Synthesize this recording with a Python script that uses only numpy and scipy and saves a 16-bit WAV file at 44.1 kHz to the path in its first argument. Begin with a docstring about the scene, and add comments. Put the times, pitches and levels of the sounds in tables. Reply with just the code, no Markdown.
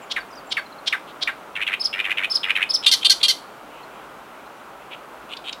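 """A steady outdoor rush, shaped noise, runs throughout, with faint rasps and chirps of far birds now and then.
Close by, a reed warbler sings four 'kr-ko' pairs: overtone-rich pulse trains, then fluttering tones.
Runs of fluttering bursts grate between paired arched whistles; short creaks lead into three loud,
harsh 'kee-chi' pairs, again pulse trains. After a pause come two soft creaks, each with a dry tick.
Decaying noise stands for the reed bed that scatters every bird's sound."""
import sys
import numpy as np
from scipy import signal
from scipy.fft import rfft, irfft, next_fast_len
from scipy.io import wavfile
from scipy.ndimage import uniform_filter1d, map_coordinates

SR = 44100
rng = np.random.default_rng(int(sys.argv[2]) if len(sys.argv) > 2 else 0)


def transcribe(u):
    """Save the signal u as a 16-bit wav file named by the first command-line argument.

    u: samples, shape (n,) or (channels, n), limited to [-1, 1]; the rate is SR.
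    q: integer samples, one column per channel.
    """
    v = np.clip(np.atleast_2d(u).T, -1, 1)
    q = np.round(v * 32767).astype(np.int16)
    wavfile.write(sys.argv[1], SR, q)


N = 246959
TOP_HZ = 15900  # upper band limit


def amp(db):
    """Logarithmic level: decibels become an amplitude gain."""
    return 10 ** (np.asarray(db) / 20)


def unit(x):
    """Power normalization: the signal is scaled to rms 1."""
    return x / np.sqrt(np.mean(x ** 2) + 1e-20)


def along(points, hz):
    """Logarithmic frequency scale: (frequency [Hz], value) points are joined along it."""
    f, v = np.transpose(points)
    return np.interp(np.log(hz + 1), np.log(f + 1), v)


def wobble(rate, size):
    """Band-limited fluctuation: a smooth curve through random knots, rate of them a second."""
    knots = rng.standard_normal(int(size * rate / SR) + 4)
    return map_coordinates(knots, [np.arange(size) * rate / SR + 1])


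def turn(hz):
    """Phase accumulation: instantaneous frequency sums to running phase [rad]."""
    return 2 * np.pi * np.cumsum(hz) / SR


def coloured(x, spectrum, size=4096):
    """Minimum-phase filtering: a folded cepstrum gives a causal filter of (Hz, dB) colour."""
    cepstrum = irfft(np.log(amp(along(spectrum, np.fft.rfftfreq(size, 1 / SR)))))
    cepstrum[1:size // 2] *= 2
    cepstrum[size // 2 + 1:] = 0
    impulse = irfft(np.exp(rfft(cepstrum)))
    return signal.fftconvolve(x, impulse)[:len(x)]


def add(track, s, sound):
    """Superposition: a sound sums into the track from time s."""
    room = track[max(round(s * SR), 0):][:len(sound)]
    room += sound[:len(room)]


def envelope(attack_s, hold_s, release_s, rise_db, sag_db, fall_db):
    """Piecewise exponential envelope: time [s] and level [dB] of a rise, a sagging hold and a fall."""
    corners = np.cumsum([0, attack_s, hold_s, release_s])
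    t = np.arange(int(corners[-1] * SR)) / SR
    return t, np.interp(t, corners, [-rise_db, 0, -sag_db, -sag_db - fall_db])


def swell(length):
    """Half-sine window: a rounded rise and fall over length seconds."""
    return np.sin(np.linspace(0, np.pi, int(length * SR)))


def bump(x, centre, width):
    """Gaussian weighting: a bell curve of height 1."""
    return np.exp(-((x - centre) / width) ** 2)


def glide(t, first, last):
    """Linear glide: a straight slide over as many points as t has."""
    return np.linspace(first, last, len(t))


# colour of the outdoor rush: (frequency [Hz], relative spectral density [dB per Hz])
RUSH_SPECTRUM = [(15, -49.5), (25, -32), (53, -9.5), (86, -22.5), (133, -10.5), (248, -6.5), (276, -4.5),
                 (527, -4), (604, -2), (1150, -2.5), (1360, -2.5), (1780, -12.5), (2660, -15), (4820, -27),
                 (15800, -33)]
RUSH_DB = -41  # mean rms level


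def rush():
    """Shaped broadband noise: a steady rush whose level drifts by fractions of a decibel."""
    noise = unit(coloured(rng.standard_normal(N), RUSH_SPECTRUM))
    drift_db = wobble(3, N) / 4
    return amp(RUSH_DB + drift_db) * noise


# another warbler, far off: (middle time [s], length [s], peak level [dB], throat frequency factor [1])
FAR_RASPS = [(0.032, .052, -48, 0.92), (1.094, 0.062, -46.5, 1.21), (3.76, .18, -51.5, 1),
             (3.991, 0.19, -53.5, 0.96), (4.36, .25, -57, 0.88), (4.831, .047, -51, 0.91),
             (4.931, 0.055, -35.5, 1.01)]
# colour of its throat at factor 1: (frequency [Hz], gain [dB])
FAR_THROAT = [(1200, -38), (1900, -4), (2600, 5.5), (3400, 0), (4200, -18), (6000, -30), (12000, -40)]


def far_rasps():
    """Source-filter principle: grainy noise is shaped by throat resonances."""
    out = np.zeros(N)
    for s, length, db, factor in FAR_RASPS:
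        shape = swell(length)
        grain = amp(1.6 * wobble(151, len(shape))) * rng.standard_normal(len(shape))
        throat = np.multiply(FAR_THROAT, [factor, 1])
        add(out, s - length / 2, amp(db) * shape * unit(coloured(grain, throat)))
    return out


def chirp(length, from_hz, to_hz):
    """Linear frequency modulation: a thin gliding tone under a rounded envelope."""
    shape = swell(length)
    return shape * np.sin(turn(glide(shape, from_hz, to_hz)))


# short falling chirps: (time [s], length [s], first pitch [Hz], fall [share of pitch], peak level [dB])
CHIRPS = [(.01, .045, 8000, .18, -52), (0.198, 0.024, 4800, .11, -41.5), (.468, .014, 7650, .08, -49),
          (0.491, .017, 7600, .07, -46), (0.565, .049, 4520, .02, -39), (.656, 0.019, 4240, .07, -43),
          (.721, .016, 4360, .12, -43.5), (0.783, .015, 4500, .14, -44.5), (3.831, .014, 4380, .07, -45.5),
          (4.458, .02, 4190, .06, -53)]
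# an upward flick, then a falling chirp: (time [s], chirp length [s], chirp peak level [dB])
FLICKS = [(.307, .026, -46.5), (.35, .037, -42.5)]
FLICK_S, FLICK_FROM_HZ, FLICK_TO_HZ = 0.014, 4700, 6400
FLICK_CHIRP_HZ, FLICK_SAG_HZ_PER_S = 5150, 22000  # first pitch and fall rate of the chirp that follows


def far_chirps():
    """Frequency glides: small birds sing thin falling tones, some after an upward flick."""
    out = np.zeros(N)
    for s, length, hz, fall, db in CHIRPS:
        add(out, s, amp(db) * chirp(length, hz, hz * (1 - fall)))
    for s, length, db in FLICKS:
        add(out, s, amp(db - 1.5) * chirp(FLICK_S, FLICK_FROM_HZ, FLICK_TO_HZ))
        end_hz = FLICK_CHIRP_HZ - FLICK_SAG_HZ_PER_S * length
        add(out, s + FLICK_S, amp(db) * chirp(length, FLICK_CHIRP_HZ, end_hz))
    return out


SURGE_LIMIT = 0.36  # share of each sudden surge, in dB, that the limited airflow takes back


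def buzz(rate, db, roughness, resonance, throat, jitter, rough, shimmer_db, smear, focus_db):
    """Pulsed voicing: the syrinx shuts hundreds of times a second; overtones and puffs ring the throat."""
    n = len(rate)
    phase = turn(rate * (1 + jitter * roughness * wobble(616, n)))
    k = np.arange(1, int(SR / 2 / rate.min()))[:, None]  # overtone numbers
    hz = k * rate
    # two throat resonances glide together and lift the overtones that they pass
    lift = bump(hz, resonance, 260) + 0.24 * bump(hz, 1.51 * resonance, 300)
    # rough voicing shakes the high overtones most
    unrest = roughness * hz / 3500 * np.array([wobble(167.4, n) for _ in k])
    patches_db = 2.84 * np.array([wobble(118, n) for _ in k])  # each overtone waxes and wanes
    # a lag that grows as k squared makes each pulse a quick sweep
    lag = smear * k ** 2 + .5 * rng.standard_normal(k.shape) + 1.77 * unrest
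    overtones = amp(focus_db * lift + patches_db) * np.cos(k * phase + lag)
    pulses = np.sum(overtones * (hz < TOP_HZ), axis=0)
    puffs = rng.standard_normal(n) * np.exp(0.16 * np.cos(phase - 1))
    shimmer = amp(shimmer_db * roughness * wobble(452, n))
    source = (unit(pulses) + rough * roughness * unit(puffs)) * shimmer
    voice = unit(coloured(source, throat))
    surge = uniform_filter1d(np.abs(signal.hilbert(voice)), size=44)  # 1 ms mean of the envelope
    return amp(db) * unit(voice / np.maximum(surge, 1) ** SURGE_LIMIT)


# 'kr': (time [s], peak level [dB], top pulse rate [Hz], nominal throat resonance within its glide [Hz])
KR_NOTES = [(.098, -19.5, 776, 3250), (0.5033, -18.5, 827, 3420), (.859, -15, 825, 3560),
            (1.209, -16.5, 818, 3470)]
# colour of throat and beak in 'kr': (frequency [Hz], gain [dB])
KR_THROAT = [(530, -43), (900, -24), (1040, -28), (1400, -38), (1560, -17), (1750, -21), (3000, -7.5),
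             (3220, 1), (3580, -3.5), (5630, -13.5), (6350, -23.5), (9740, -34), (15500, -58)]
KR_SWELL_S, KR_HOLD_S, KR_RELEASE_S = .0205, 0.0058, .006
KR_START_HZ = 291.8  # pulse rate at no effort
KR_ROUGH, KR_END_EFFORT = 0.47, .6  # nominal roughness; closing drive before its bend, as a share of the top


def kr_notes():
    """Effort-driven pulse rate: 'kr' swells, quickening and roughening, then slackens and breaks off."""
    out = np.zeros(N)
    for s, db, top_hz, resonance_hz in KR_NOTES:
        t, level = envelope(KR_SWELL_S, KR_HOLD_S, KR_RELEASE_S, rise_db=29.5, sag_db=2, fall_db=22)
        effort = np.interp(t, [0, KR_SWELL_S, t[-1]], [0, 1, KR_END_EFFORT]) ** 1.3
        rate = KR_START_HZ + (top_hz - KR_START_HZ) * effort
        roughness = KR_ROUGH * effort * glide(t, 1.45, .5)
        resonance = resonance_hz * glide(t, 1.32, 0.83)
        note = buzz(rate, db + level, roughness, resonance, KR_THROAT,
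                    jitter=0.072, rough=0.98, shimmer_db=6.0, smear=0.061, focus_db=3.0)
        add(out, s, note)
    return out


# colour of the hiss in a fluttering tone: (frequency [Hz], gain [dB])
RASP_HISS = [(600, -34.5), (1200, 0.5), (3600, 4), (4800, -17.5), (7000, -20), (9500, -16.5), (10600, -21),
             (11700, -15.5), (13000, -30), (15000, -31)]


def rasp(hz, beat_hz, depth, skew, hiss_db):
    """Joint amplitude and phase modulation: an uneven syrinx flutter chops and bends a tone; rms 1."""
    n = len(hz)
    beat = turn(beat_hz * (1 + 0.15 * wobble(398, n))) + rng.uniform(0, 2 * np.pi)
    opening = np.exp(depth * np.cos(beat))
    bend = skew * np.cos(beat - .45)  # the pitch rises as the valve opens
    phase = turn(hz * (1 + 0.043 * wobble(740, n))) + bend
    hiss = unit(coloured(rng.standard_normal(n), RASP_HISS))
    return unit(opening * (np.sin(phase) + amp(hiss_db) * hiss))


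# 'ko': (time [s], level before the throb [dB], first pitch [Hz])
KO_NOTES = [(.161, -17.5, 2670), (.567, -16.5, 2672), (.924, -14.5, 2627), (1.272, -16, 2690)]
KO_ATTACK_S, KO_FADE_S, KO_RELEASE_S = 0.0042, .031, 0.0018
KO_LOW_HZ, KO_SLIDE_S = 1419, .0125  # pitch approached, and time constant of the slide
THROB_HZ, THROB_DB = 120, 4.5  # rate and depth of the level dips


def ko_notes():
    """Exponential relaxation: 'ko' slides to a low pitch and throbs as it fades."""
    out = np.zeros(N)
    t, level = envelope(KO_ATTACK_S, KO_FADE_S, KO_RELEASE_S, rise_db=17, sag_db=12.5, fall_db=13)
    throb = THROB_DB * np.cos(np.pi * THROB_HZ * t) ** 4
    loosening = glide(t, 0.32, 0.49)  # the flutter deepens as the pitch drops
    for s, db, first_hz in KO_NOTES:
        hz = KO_LOW_HZ + (first_hz - KO_LOW_HZ) * np.exp(-t / KO_SLIDE_S)
        tone = rasp(hz, beat_hz=482, depth=loosening, skew=1.83 * loosening, hiss_db=-13.0)
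        add(out, s, amp(db + level - throb) * tone)
    return out


# grating syllables; levels and pitches are the trend before accents and slackening:
# (middle of first burst [s], time stretch [1], opening level [dB], closing level [dB],
#  opening pitch [Hz], closing pitch [Hz], accent on the last burst but one [dB])
SYLLABLES = [(1.5571, .97, -20.5, -14.5, 2780, 2640, -1.5), (1.67, 0.99, -15, -16, 2880, 2656, 2),
             (1.932, .995, -19, -15, 2920, 2530, 1), (2.0458, 1.01, -17, -13.5, 2844, 2605, -0.5),
             (2.1757, 1, -15, -14, 2726, 2600, 0), (2.4351, 1.01, -16, -14.5, 3080, 2507, 5),
             (2.5564, 1.027, -12.5, -14.5, 2736, 2576, 3.5)]
BURST_S = .0084
BURST_GAP_S, SLACK_GAP_S = .0082, .0038  # before stretch: time between bursts, and what full slack adds
SLACK_AT, SLACK_WIDTH = 0.48, .26  # shares of the run of bursts
SLACK_DROP, SLACK_DB = 0.325, 11.5  # share of pitch and level lost at full slack
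FIRST_BURST_DB, LAST_BURST_DB = -5.5, -5.5  # level offsets
HISS_DB, HISS_GROWS = -13, 0.19  # hiss in the loudest burst; dB less of it for each dB softer


def grating(count=9):
    """Tension-controlled oscillation: midway the syrinx slackens; bursts come lower, softer, slower."""
    out = np.zeros(N)
    shape = swell(BURST_S)
    progress = np.linspace(0, 1, count)
    slack = bump(progress, SLACK_AT, SLACK_WIDTH)
    gaps = BURST_GAP_S + SLACK_GAP_S * (slack[1:] + slack[:-1]) / 2
    times = np.append(0, np.cumsum(gaps))
    for s, stretch, opening_db, closing_db, opening_hz, closing_hz, accent_db in SYLLABLES:
        levels = glide(progress, opening_db, closing_db) - SLACK_DB * slack
        levels[[0, -2, -1]] += [FIRST_BURST_DB, accent_db, LAST_BURST_DB]
        pitches = glide(progress, opening_hz, closing_hz) * (1 - SLACK_DROP * slack)
        for at, hz, db in zip(s + stretch * times, pitches, levels):
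            loose = (2300 / hz) ** 0.64  # the lowest bursts flutter most
            hiss_db = HISS_DB + HISS_GROWS * (db - levels.max())
            falling_hz = hz * glide(shape, 1.048, 0.92)
            burst = rasp(falling_hz, beat_hz=482.0, depth=0.27 * loose, skew=0.96 * loose, hiss_db=hiss_db)
            add(out, at - BURST_S / 2, amp(db) * shape * burst)
    return out


# whistles, in pairs: (time [s], length [s], nominal top pitch [Hz], level [dB], upward crack [share of pitch])
WHISTLES = [(1.795, 0.036, 5230, -19, 0.012), (1.836, 0.038, 5240, -14.5, 0.14),
            (2.297, 0.038, 5334, -16.5, 0), (2.339, .036, 5220, -12, 0.19), (2.690, .032, 5260, -16, 0),
            (2.732, 0.035, 5326, -10.5, 0.12)]
WHISTLE_RISE_S, WHISTLE_SCOOP = 0.00248, .38  # time constant and depth (share of pitch) of the opening rise
WHISTLE_DROP, DROP_POWER = 0.38, 5.2  # closing fall as a share of pitch, and its bend
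LOUDEST_AT = .57  # share of the length
CRACK_AT_S, CRACK_S = 0.01065, 0.0021  # middle and width of the crack
CLEAN_FLUTTER, FALL_FLUTTER = 0.0037, 0.032  # shares of pitch
CRACK_FLUTTER = 0.41  # share of pitch per unit of crack


def whistles():
    """Nonlinear oscillation: arched tones with weak overtones flutter where they crack and fall."""
    out = np.zeros(N)
    for s, length, top_hz, db, crack in WHISTLES:
        loudest_s = LOUDEST_AT * length
        t, level = envelope(loudest_s, (1 - LOUDEST_AT) * length, .001, rise_db=17, sag_db=20, fall_db=10)
        n = len(t)
        scoop = np.exp(-t / WHISTLE_RISE_S)
        cracking = crack * bump(t, CRACK_AT_S, CRACK_S)
        drop = WHISTLE_DROP * (t / length) ** DROP_POWER
        hz = top_hz * (1 - WHISTLE_SCOOP * scoop + cracking - drop)
        level = level - 13 * scoop - 42 * cracking  # thin until it settles, and choked where it cracks
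        falling = np.clip((t - loudest_s) / 0.0029, 0, 1)
        flutter = CLEAN_FLUTTER + FALL_FLUTTER * falling + CRACK_FLUTTER * cracking
        phase = turn(hz * (1 + flutter * wobble(1110, n)))
        tone = amp(level + 59 * flutter * wobble(566, n)) * np.sin(phase)
        overtones = amp(level / 2) * (amp(-28.0) * np.sin(2 * phase) + amp(-41) * np.sin(3 * phase))
        halfway = amp(2 * level + db - 17) * np.sin(3 * phase / 2)  # the period doubles when driven hardest
        air = amp(level / 2 - 25.5) * unit(coloured(rng.standard_normal(n), CHI_THROAT))
        add(out, s, amp(db) * np.sqrt(2) * (tone + overtones + halfway + air))
    return out


# colour of throat and beak in creaks and ticks: (frequency [Hz], gain [dB])
CREAK_THROAT = [(1000, -35), (1900, -11), (2600, 2), (3200, -1), (3800, 1), (4500, 0.5), (5800, -4.5),
                (7000, 5), (9500, -1), (12000, -14), (15000, -19)]


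def scrape(length, hz, swing):
    """Source-filter principle: a short fluttering tone, swing radians deep, is shaped by the throat."""
    shape = swell(length)
    burst = rasp(np.full(len(shape), hz), beat_hz=600, depth=0.28 * swing, skew=swing, hiss_db=-6)
    return shape * unit(coloured(burst, CREAK_THROAT))


# swelling creaks: (middle of last burst [s], length [s], pitch [Hz], last burst level [dB], flutter swing [rad])
CREAKS = [(2.848, 0.023, 3280, -21, 0.78), (3.0332, .019, 3210, -21, .25),
          (3.2155, 0.018, 3490, -25.5, 0.51), (5.337, 0.048, 2840, -28.5, 1.13),
          (5.4957, 0.059, 3117, -25, 0.84)]
CREAK_GAP_S, CREAK_QUICKEN = .0098, .89  # last gap; each earlier gap over the next
CREAK_SWELL_DB, CREAK_CURVE = 17, 1.14  # rise over the full length, and its bend
# dry ticks that answer the two soft creaks: (middle time [s], pitch [Hz], level [dB])
TICKS = [(5.372, 4200, -32), (5.531, 4460, -28.5)]
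TICK_S = .011


def creaks(count=9):
    """Relaxation-like pulse runs: bursts slow down and swell toward their end; ticks are single bursts."""
    out = np.zeros(N)
    gaps = CREAK_GAP_S * CREAK_QUICKEN ** np.arange(count)
    leads = np.cumsum(gaps) - gaps  # how long each burst comes before the last
    for s, length, hz, db, swing in CREAKS:
        for lead, gap in zip(leads[leads < length], gaps):
            weaker_db = CREAK_SWELL_DB * (lead / length) ** CREAK_CURVE
            add(out, s - lead - gap / 2, amp(db - weaker_db) * scrape(1.03 * gap, hz, swing))
    for s, hz, db in TICKS:
        add(out, s - TICK_S / 2, amp(db) * scrape(TICK_S, hz, swing=1.65))
    return out


# 'kee': (time [s], level after the attack [dB], pulse rate [Hz], hold [s], sag in the hold, negative swells [dB])
KEE_NOTES = [(2.862, -8.5, 401, 0.029, 8), (3.046, -12, 401.2, 0.02, -1.5),
             (3.2292, -11.5, 404.7, 0.029, 4)]
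# colour of throat and beak in 'kee': (frequency [Hz], gain [dB])
KEE_THROAT = [(470, -69), (800, -43), (1120, -12.5), (1330, -33), (1460, -25), (1730, -23), (2590, -9),
              (2820, -2), (3240, 0), (3450, -1.5), (4480, 2), (5140, -15), (6590, -20), (10100, -18.5),
              (15800, -52)]
KEE_ATTACK_S, KEE_RELEASE_S = 0.0038, 0.0094


def kee_notes():
    """Steady pulsed voicing: 'kee' bursts out rough and clears as its throat resonance sinks."""
    out = np.zeros(N)
    for s, db, rate_hz, hold_s, sag_db in KEE_NOTES:
        t, level = envelope(KEE_ATTACK_S, hold_s, KEE_RELEASE_S, rise_db=13.5, sag_db=sag_db, fall_db=31)
        rate = np.full(len(t), rate_hz)
        note = buzz(rate, db + level, glide(t, .98, 0.18), glide(t, 3480, 3330), KEE_THROAT,
                    jitter=0.015, rough=1.0, shimmer_db=1.5, smear=.45, focus_db=9)
        add(out, s, note)
    return out


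# 'chi': (time [s], peak level [dB], first pulse rate [Hz], hold [s])
CHI_NOTES = [(2.914, -12, 551, 0.027), (3.096, -11, 553, 0.026), (3.282, -14.5, 562, 0.03)]
# colour of throat and beak in 'chi', also of the air in the whistles: (frequency [Hz], gain [dB])
CHI_THROAT = [(590, -50), (1000, -49), (1270, -37), (1550, -24), (1820, -23), (2070, -16.5), (2580, -28.5),
              (3170, -4.5), (3860, -9), (4380, -0.5), (5100, -12.5), (5850, -10.5), (6960, -20.5),
              (11300, -24.5), (15800, -46)]
CHI_ATTACK_S, CHI_RELEASE_S, CHI_SAG_HZ_PER_S = 0.0017, .016, 1900


def chi_notes():
    """Falling pulse rate: 'chi' starts abruptly, sags and clears as its throat resonance sinks."""
    out = np.zeros(N)
    for s, db, rate_hz, hold_s in CHI_NOTES:
        t, level = envelope(CHI_ATTACK_S, hold_s, CHI_RELEASE_S, rise_db=7, sag_db=1.5, fall_db=18)
        rate = rate_hz - CHI_SAG_HZ_PER_S * t
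        note = buzz(rate, db + level, glide(t, 0.69, 0.4), glide(t, 3000, 2470), CHI_THROAT,
                    jitter=0.034, rough=1.0, shimmer_db=4, smear=.45, focus_db=8.0)
        add(out, s, note)
    return out


# decay of the reed bed: (frequency [Hz], time to fall 60 dB [s])
REED_DECAY = [(1000, 0.15), (3000, 0.2), (6000, 0.23), (12000, 0.29)]


def reed_bed(x, near_db, tail_db, far_db):
    """Diffuse scattering: near stems, the ringing bed and a faint far bank respond as decaying noise."""
    hz, t, z = signal.stft(rng.standard_normal(SR), SR, nperseg=256)
    bed = amp(tail_db - 60 * t / along(REED_DECAY, hz)[:, None])
    far_bank = amp(far_db - 60 * t / 1.0)  # falls 60 dB in 1 s
    tail = signal.istft(z * (bed + far_bank), SR, nperseg=256)[1]
    t = np.arange(len(tail)) / SR
    stems = amp(near_db - 60 * t / 0.012) * rng.standard_normal(len(t))  # falls 60 dB in 12 ms
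    onset = 1 - np.exp(-t / 0.00095)
    return signal.fftconvolve(x, (tail + stems) * onset)[:N]


def scene():
    """Superposition: far birds, the singer, their scattered sound and the rush add up."""
    far = far_rasps() + far_chirps()
    singer = kr_notes() + ko_notes() + grating() + whistles() + creaks() + kee_notes() + chi_notes()
    birds = far + singer
    scattered = reed_bed(birds, near_db=-53, tail_db=-39.0, far_db=-68.5)
    return (birds + scattered + rush())[None]


def record(dry):
    """Band limitation: an ideal low-pass removes everything from TOP_HZ up."""
    m = next_fast_len(N + SR // 2)
    passed = np.fft.rfftfreq(m, 1 / SR) < TOP_HZ
    return irfft(rfft(dry, m) * passed, m)[..., :N]


dry = scene()
out = record(dry)
transcribe(out)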